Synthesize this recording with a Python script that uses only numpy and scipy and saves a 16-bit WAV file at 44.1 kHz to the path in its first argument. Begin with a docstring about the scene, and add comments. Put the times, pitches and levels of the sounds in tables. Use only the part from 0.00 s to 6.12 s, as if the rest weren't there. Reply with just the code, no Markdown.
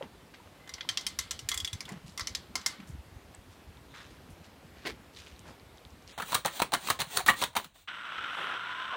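"""A stiff hinge slips in sharp snaps that ring the metal frame of a glass door at an entrance porch.
Each snap is a noise crack with a gritty rattle, a pin ping and frame modes, with echoes and a diffuse tail.
Shoes step, thud and scrape (shaped noise) and small things tick (short sine swells).
Low-band noise and single thumps make the wind on the microphone, over a bed of coloured town noise."""
import sys
import numpy as np
from scipy import signal
from scipy.fft import rfft, irfft
from scipy.io import wavfile
from scipy.ndimage import uniform_filter1d

SR = 44100
rng = np.random.default_rng(int(sys.argv[2]) if len(sys.argv) > 2 else 0)


def store_pcm(level_fs):
    """Save levels as 16-bit WAV."""
    pcm = np.round(np.clip(level_fs, -1, 1) * 32767).astype(np.int16)
    wavfile.write(sys.argv[1], SR, np.atleast_2d(pcm).T)


def volts(x):
    """Linear amplitude factor 10**(x/20) for a level x in dB, scalar or array-like."""
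    e = np.asarray(x, float) / 20
    return 10 ** e


N = 270112

# modes of the door frame: (pitch [Hz], level over the snap's colour [dB], t60 [s])
FRAME_MODES = [(1010, -20, .08), (1175, -10, .25), (1330, -20, .07), (1550, -17, .09), (1880, -13, .15),
               (2065, -14, .2), (2238, -15, .06), (2993, -16, .07), (3248, -16, .1), (3513, -19, .07),
               (3840, -17, .065), (4165, -18, .06), (4470, -16, .055), (4780, -19, .055), (5245, -19, .065),
               (5712, -19, .055), (6260, -20, .1), (6420, -21, .05), (7050, -20, .045), (7300, -19, .045),
               (7760, -21, .04), (8500, -21, .04), (10350, -23, .04)]


def evened(x):
    """Scales to unit rms."""
    return x / np.sqrt(np.mean(x ** 2) + 1e-20)


def read(points, hz):
    """Interpolates (Hz, value) points on a log-frequency axis."""
    f, value = np.transpose(sorted(points))
    return np.interp(np.log(hz + 1), np.log(f + 1), value)


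def add(mix, start_s, sound):
    """Adds a sound in place, cut at the end of the mix."""
    part = mix[round(start_s * SR):][:len(sound)]
    part += sound[:len(part)]


def coloured(size, gain):
    """Noise whose spectrum follows gain(hz)."""
    return irfft(rfft(rng.standard_normal(size)) * gain(np.fft.rfftfreq(size, 1 / SR)), size)


def hump(hz, centre_hz, octaves):
    """A bell-shaped band on a log-frequency axis."""
    return np.exp(-0.5 * (np.log2((hz + 1) / centre_hz) / octaves) ** 2)


def town():
    """Far traffic and air: random short-time spectra with faint drifting patches."""
    # spectrum ahead of the bass cut below: (frequency [Hz], level per Hz [dB])
    spectrum = [(18, -36), (30, -19), (86, -5), (233, -18.5), (266, -3.5), (303, -9.5), (394, -11.5),
                (600, -16), (1250, -22.5), (3770, -31), (6050, -37.5), (14800, -43), (16000, -51)]
    frames, hz = N // 256 + 5, np.fft.rfftfreq(1024, 1 / SR)
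    real, imag, patches = rng.standard_normal((frames, 513, 3)).T
    patches = uniform_filter1d(patches, size=14, axis=0)
    patches_db = evened(uniform_filter1d(patches, size=14, axis=1))
    bass_cut = (hz / (hz + 193.0))[:, None] ** 2
    z = (real + 1j * imag) * volts(read(spectrum, hz)[:, None] + patches_db) * bass_cut
    noise = signal.istft(z, nperseg=1024, noverlap=768)[1][:N]
    return volts(-57.5) * evened(noise)


def bump(db, hz, cycles):
    """A push and pull or two of low pressure, centred in 4096 samples."""
    turns = np.arange(-2048, 2048) / SR * hz
    swell = np.exp(-0.5 * (np.pi * turns / cycles) ** 2)
    return volts(db) * np.cos(2 * np.pi * (turns + rng.random())) * swell


def wind():
    """Lumpy pressure: two low bands shaken by the same fast eddies, and single eddies thumping the microphone."""
    # steady wind: (time [s], low-band level [dB], high-band level [dB])
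    levels = [(0.0, -60, -61.5), (0.43, -67, -62.5), (1.55, -54, -59.5), (1.81, -58.5, -59),
              (2.91, -61, -58.5), (3.1, -56.5, -62), (3.54, -60.5, -62.5), (4.98, -59, -58.5),
              (5.28, -59.5, -62), (6.12, -60, -62.5)]
    # single eddies: (middle [s], envelope peak [dB], pitch [Hz], length [cycles])
    thumps = [(0.471, -48.5, 88, 2.4), (.745, -48.5, 70, 2.5), (.91, -51.5, 108, 5.1), (1.21, -47, 70, 1.9),
              (1.435, -42.5, 110, 2.5), (1.456, -40, 90, 1.6), (1.569, -41, 68.5, 2.1),
              (1.635, -39, 75, 2.1), (1.739, -33, 95, 1.7), (1.756, -34.5, 101, 1.2),
              (1.922, -34, 180, 2.3), (1.941, -40, 190, 4.3), (1.97, -40.5, 159, 3.6),
              (2.05, -42, 150, 2.9), (2.09, -46, 175, 3.2), (2.222, -37, 70, 1.1), (2.61, -47.5, 195, 3.8),
              (2.803, -37.5, 210, 1.5), (2.835, -44, 200, 3.1), (2.903, -35, 120, 1.4),
              (2.945, -38, 73.5, 2.7), (2.953, -37.5, 182, 1.15), (2.995, -40.5, 68.6, 2.1),
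              (3.126, -45, 90, 1.9), (3.167, -38.5, 89.5, 1.4), (3.39, -42.5, 75, 1.3),
              (3.50, -48.5, 91, 2.9), (3.688, -44.5, 70, 1.8), (4.331, -43, 76, 1.3),
              (4.649, -44.5, 159, 2), (5.20, -51, 75, 1.8), (5.489, -44, 150, 2.7), (5.67, -51, 91, 1.9),
              (5.93, -47, 74.5, 2.1)]
    time_s, low_db, high_db = np.transpose(levels)
    t = np.arange(N) / SR
    eddies_db = 3.5 * evened(coloured(N, lambda hz: hz < 18))
    low = evened(coloured(N, lambda hz: hump(hz, 70, 0.48)))
    high = evened(coloured(N, lambda hz: hump(hz, 158, 0.62)))
    low = low * volts(np.interp(t, time_s, low_db))
    high = high * volts(np.interp(t, time_s, high_db))
    out = evened(volts(eddies_db)) * (low + high)
    for middle_s, *row in thumps:
        add(out, middle_s - 2048 / SR, bump(*row))
    return out


def tick(db, hz, cycles):
    """A few sine cycles that swell and die at once."""
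    t = np.arange(1200) / SR
    u = 4 * t * hz / cycles  # swell peaks at u = 1
    return volts(db) * np.sin(2 * np.pi * hz * t) * u * np.exp(1 - u)


def ticks():
    """Small dry ticks and knocks."""
    # (time [s], peak level [dB], pitch [Hz], length [cycles])
    knocks = [(.0092, -32, 540, 7), (0.0389, -36, 890, 1.1), (.0255, -37, 3200, 5.7), (.40, -48, 965, 11),
              (.85, -41.5, 970, 3.9), (2.097, -45, 4880, 6), (3.349, -37, 7900, 9.5),
              (3.7715, -46.5, 3720, 5), (5.1495, -45.5, 4200, 5), (5.1634, -40, 3940, 5),
              (5.172, -41, 3900, 5.4), (5.1944, -53, 6500, 3.6), (5.2044, -49, 6000, 2.5),
              (5.25, -48, 7500, 4), (5.2708, -37, 2850, 2.1), (5.283, -46, 7000, 3.7),
              (5.34, -55, 5500, 3.8), (5.363, -47, 4000, 5), (5.3932, -34.5, 7100, 2),
              (5.403, -49, 8500, 6), (5.5977, -47, 4360, 4.5), (5.774, -44, 5500, 2.6),
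              (5.782, -43.5, 3750, 4.4), (5.8512, -37.5, 3630, 3.2), (5.9052, -48, 5800, 4),
              (6.0247, -50, 5670, 4), (6.0771, -34.5, 5000, 2.4)]
    out = np.zeros(N)
    for start_s, *row in knocks:
        add(out, start_s, tick(*row))
    return out


def step(db, gain, rise_s, t60_s):
    """A gritty burst: noise coloured by gain(hz), made uneven by the grains under the sole."""
    t = np.arange(SR) / SR
    grit = volts(3.0 * evened(coloured(SR, lambda hz: hz < 200)))
    rise = np.minimum(t / rise_s, 1) ** 0.28
    decay = volts(-60 * np.maximum(t - rise_s, 0) / t60_s)
    return volts(db) * evened(evened(coloured(SR, gain)) * grit) * rise * decay


def thuds():
    """Hollow heel blows: noise bursts in a fairly narrow band."""
    # (time [s], level [dB], centre [Hz], t60 [s])
    blows = [(.01, -45, 785, 0.16), (.022, -40, 226, 0.16), (1.913, -45.5, 258, 0.13),
             (3.939, -48.5, 1440, 0.6)]
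    out = np.zeros(N)
    for start_s, db, centre_hz, t60_s in blows:
        add(out, start_s, step(db, lambda hz: hump(hz, centre_hz, 0.57), 0.004, t60_s))
    return out


def footsteps():
    """Shoes landing and dragging: broad noise bursts, narrower in octaves when brighter."""
    # (time [s], level [dB], centre [Hz], rise [s], t60 [s])
    scuffs = [(0.0242, -45.5, 1100, .001, .11), (.339, -53, 1740, 0.0028, 0.19),
              (.471, -51, 577, 0.0014, 0.043), (1.879, -47.5, 975, 0.0066, 0.45),
              (2.06, -55, 4300, 0.021, 0.25), (2.868, -59, 6500, 0.027, .19), (3.337, -56, 880, .007, .14),
              (3.51, -64, 4000, .015, .2), (3.94, -54, 2840, .009, .9), (4.10, -64, 4460, .023, .16),
              (4.297, -63, 7540, 0.015, 0.13), (4.437, -57, 3000, .006, .23),
              (4.741, -57, 1770, 0.16, 0.18), (5.131, -61, 4200, .025, .18), (5.162, -49, 3200, .01, 0.41),
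              (5.262, -56, 2630, .003, 0.6), (5.445, -50.5, 348, 0.048, .2),
              (5.46, -59.5, 3970, 0.044, 0.16), (6.068, -56, 3160, 0.047, .3)]
    out = np.zeros(N)
    for start_s, db, centre_hz, rise_s, t60_s in scuffs:
        octaves = 1.23 * (1e3 / centre_hz) ** 0.31
        add(out, start_s, step(db, lambda hz: hump(hz, centre_hz, octaves), rise_s, t60_s))
    return out


def whines():
    """Faint whines: noise bursts in very narrow bands."""
    # (time [s], level [dB], centre [Hz], width [octaves], rise [s], t60 [s])
    bands = [(.60, -60.5, 2045, 0.013, 0.11, 0.31), (3.881, -61, 3680, 0.14, .12, 0.58)]
    out = np.zeros(N)
    for start_s, db, centre_hz, octaves, rise_s, t60_s in bands:
        add(out, start_s, step(db, lambda hz: hump(hz, centre_hz, octaves), rise_s, t60_s))
    return out


def snap_colour(crack_db, treble_db, body_db, ping_hz):
    """Spectrum of a snap as (Hz, dB) points; a higher pin ping tilts the body brighter."""
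    # dull body of the frame: (frequency [Hz], level over the body level [dB])
    body = [(500, -12), (1100, 0), (2000, 1.5), (2800, 2), (3300, 3.5)]
    # (frequency [Hz], level over the treble level [dB])
    bright = [(8000, 5), (10000, -1), (16000, -11)]
    tilt_db_per_octave = 4.5 * np.tanh(3 * np.log2(ping_hz / 2410))
    colour = [(hz, body_db + db + tilt_db_per_octave * np.log2(hz / 1670.0)) for hz, db in body]
    colour.append((5390, crack_db))
    return colour + [(hz, treble_db + db) for hz, db in bright]


def snap(colour, ping_hz, ping_db):
    """A short crack, the gritty rattle of the pane, the ping of the pin and the fluttering frame modes."""
    t = np.arange(8192) / SR
    noise = coloured(len(t), lambda hz: volts(read(colour, hz)))
    grit_db = 8.1 * evened(coloured(len(t), lambda hz: hz < 400))
    rattle = volts(-11 - 60 * t / 0.051 + grit_db)
    crack = noise * (volts(13.5 - 60 * t / 0.013) + rattle) * (1 - np.exp(-t / 0.00045))

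    hz, db, t60_s = np.transpose(FRAME_MODES)[:, :, None]
    uneven_db = 5.5 * rng.standard_normal(hz.shape)
    turn = rng.random(hz.shape)
    flutter = rng.standard_normal((len(hz), len(t)))
    flutter = 0.8 + 0.46 * evened(uniform_filter1d(flutter, size=150, axis=1))
    decay = volts(db + read(colour, hz) + uneven_db - 60 * t / t60_s)
    modes = decay * flutter * np.sin(2 * np.pi * (hz * t + turn))

    linger = volts(-20.5 - 60 * t * ping_hz / 450)  # longer for lower pings
    ping = volts(ping_db) * (volts(-60 * t / 0.024) + linger) * np.sin(2 * np.pi * ping_hz * t)
    return crack + (modes.sum(0) + ping) * (1 - np.exp(-t / 0.00023))


def porch(x):
    """The direct sound and its early echoes off pane, floor and wall."""
    # (delay [s], level [dB])
    echoes = [(.0029, -5), (.0066, -10.5), (0.0098, -13), (0.0217, -18.5)]
    early = signal.unit_impulse(2048)
    for delay_s, db in echoes:
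        add(early, delay_s, volts(np.array([db])))
    return signal.fftconvolve(x, early)[:N]


def scatter(colour):
    """Diffuse reply of the porch and the hall behind: keeps the colour of the frame modes, dies band by band."""
    # (frequency [Hz], t60 [s])
    reverb = [(300, 0.59), (1200, 0.75), (3000, 0.47), (6000, 0.18), (12000, 0.23)]
    hz, t, z = signal.stft(rng.standard_normal(16384), SR, nperseg=1024, noverlap=896)
    modes_db = 8 * hump(hz, np.transpose(FRAME_MODES)[0][:, None], 0.025).max(0)
    z *= volts((read(colour, hz) + modes_db)[:, None] - 60 * t / read(reverb, hz)[:, None])
    tail = signal.istft(z, SR, nperseg=1024, noverlap=896)[1]
    rise = np.minimum(np.arange(len(tail)) / SR / 0.016, 1)
    return volts(-11.5) * tail * rise


def door():
    """The hinge sticks and slips: each snap rings the frame and stirs the porch."""
    # (time [s], crack level [dB], treble level [dB], body level [dB], pin ping [Hz], ping level [dB])
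    slips = [(.675, -54, -62, -50.5, 1900, -48), (0.6925, -47, -53, -47, 5740, -39.5),
             (0.7381, -35, -51, -45, 5800, -36), (.7822, -60, -70, -48, 1970, -45),
             (0.8082, -39, -64, -42, 3300, -32.5), (0.8894, -25.5, -39.5, -35.5, 3150, -22.5),
             (0.973, -24.5, -42, -35, 3245, -21), (1.01, -39, -53, -52, 3220, -48),
             (1.066, -27, -35.5, -38, 3160, -28), (1.1885, -26.5, -33.5, -34.5, 5930, -31),
             (1.309, -29, -37.5, -39, 5970, -26), (1.3912, -37, -48, -49, 3000, -38.5),
             (1.4883, -29, -32.5, -37.5, 3370, -30.5), (1.516, -30, -40, -38.5, 3350, -23),
             (1.5426, -39, -37.5, -42.5, 3400, -30.5), (1.5753, -34.5, -37.5, -49, 3380, -26.5),
             (1.6018, -38, -46, -51, 3340, -24.5), (1.6467, -31, -42, -44, 3420, -25.5),
             (1.6755, -45, -49, -49, 3350, -27), (1.73, -35.5, -44, -44, 3400, -31),
             (1.806, -33.5, -49.5, -46, 2260, -34.5), (1.8532, -54, -59, -52, 3310, -43),
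             (1.89, -45, -50.5, -55, 1990, -39), (1.9206, -55, -60, -62, 2440, -62),
             (2.1762, -37, -46, -41.5, 5660, -29.5), (2.1951, -32, -44, -40.5, 2020, -30),
             (2.208, -27.5, -53, -42, 1940, -37), (2.2716, -29, -41.5, -43, 4260, -31),
             (2.3497, -28.5, -42.5, -41, 4270, -32), (2.5546, -24, -38.5, -32, 2110, -30.5),
             (2.614, -45, -65, -60, 3580, -55), (2.6614, -20.5, -30.5, -29.5, 2086, -25),
             (2.8016, -62, -70, -48, 1980, -66)]
    direct, diffuse = np.zeros((2, N))
    for start_s, crack_db, treble_db, body_db, ping_hz, ping_db in slips:
        colour = snap_colour(crack_db, treble_db, body_db, ping_hz)
        add(direct, start_s, snap(colour, ping_hz, ping_db))
        add(diffuse, start_s, scatter(colour))
    return porch(direct) + diffuse


def scrape():
    """One hard scrape of a sole, its hiss setting in late, and the longer, fainter, darker porch reply."""
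    # (frequency [Hz], level per Hz [dB])
    spectrum = [(88, -46), (150, -20.5), (337, -0.5), (450, 1), (535, -9), (714, -9), (1270, -14.5),
                (1770, -6), (2180, -4.5), (2550, -10), (5100, -13.5), (5510, -19.5), (15000, -32)]
    level_db, rise_s = -32, 0.02

    def colour(hz):
        return volts(read(spectrum, hz))

    def darker(hz):
        return colour(hz) / (hz + 100) ** 0.39

    sound = step(level_db, colour, rise_s, 0.15)
    sound = sound + step(level_db - 19.5, darker, rise_s, 0.47)
    highpass = signal.butter(2, 6500, "high", fs=SR, output="sos")
    hiss = signal.sosfiltfilt(highpass, sound)
    t = np.arange(SR) / SR
    return sound - hiss * np.exp(-(t / 0.011) ** 2)


def scene():
    """Sums all the layers into one channel."""
    mix = town() + wind() + ticks() + thuds() + footsteps() + whines() + door()
    add(mix, 4.851, scrape())
    return mix[None]


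def roll_off(x):
    """The treble ends steeply here."""
    return signal.sosfilt(signal.butter(12, 16470, fs=SR, output="sos"), x)


def record(dry):
    """The microphone cuts the deepest bass and the top treble."""
    highpass = signal.butter(2, 25, "high", fs=SR, output="sos")
    lowpass = signal.firwin(255, 16200, window=("kaiser", 9), fs=SR)
    mix = signal.sosfilt(highpass, dry)
    mix = signal.oaconvolve(mix, lowpass[None], "same")
    return roll_off(mix)


dry = scene()
out = record(dry)
store_pcm(out)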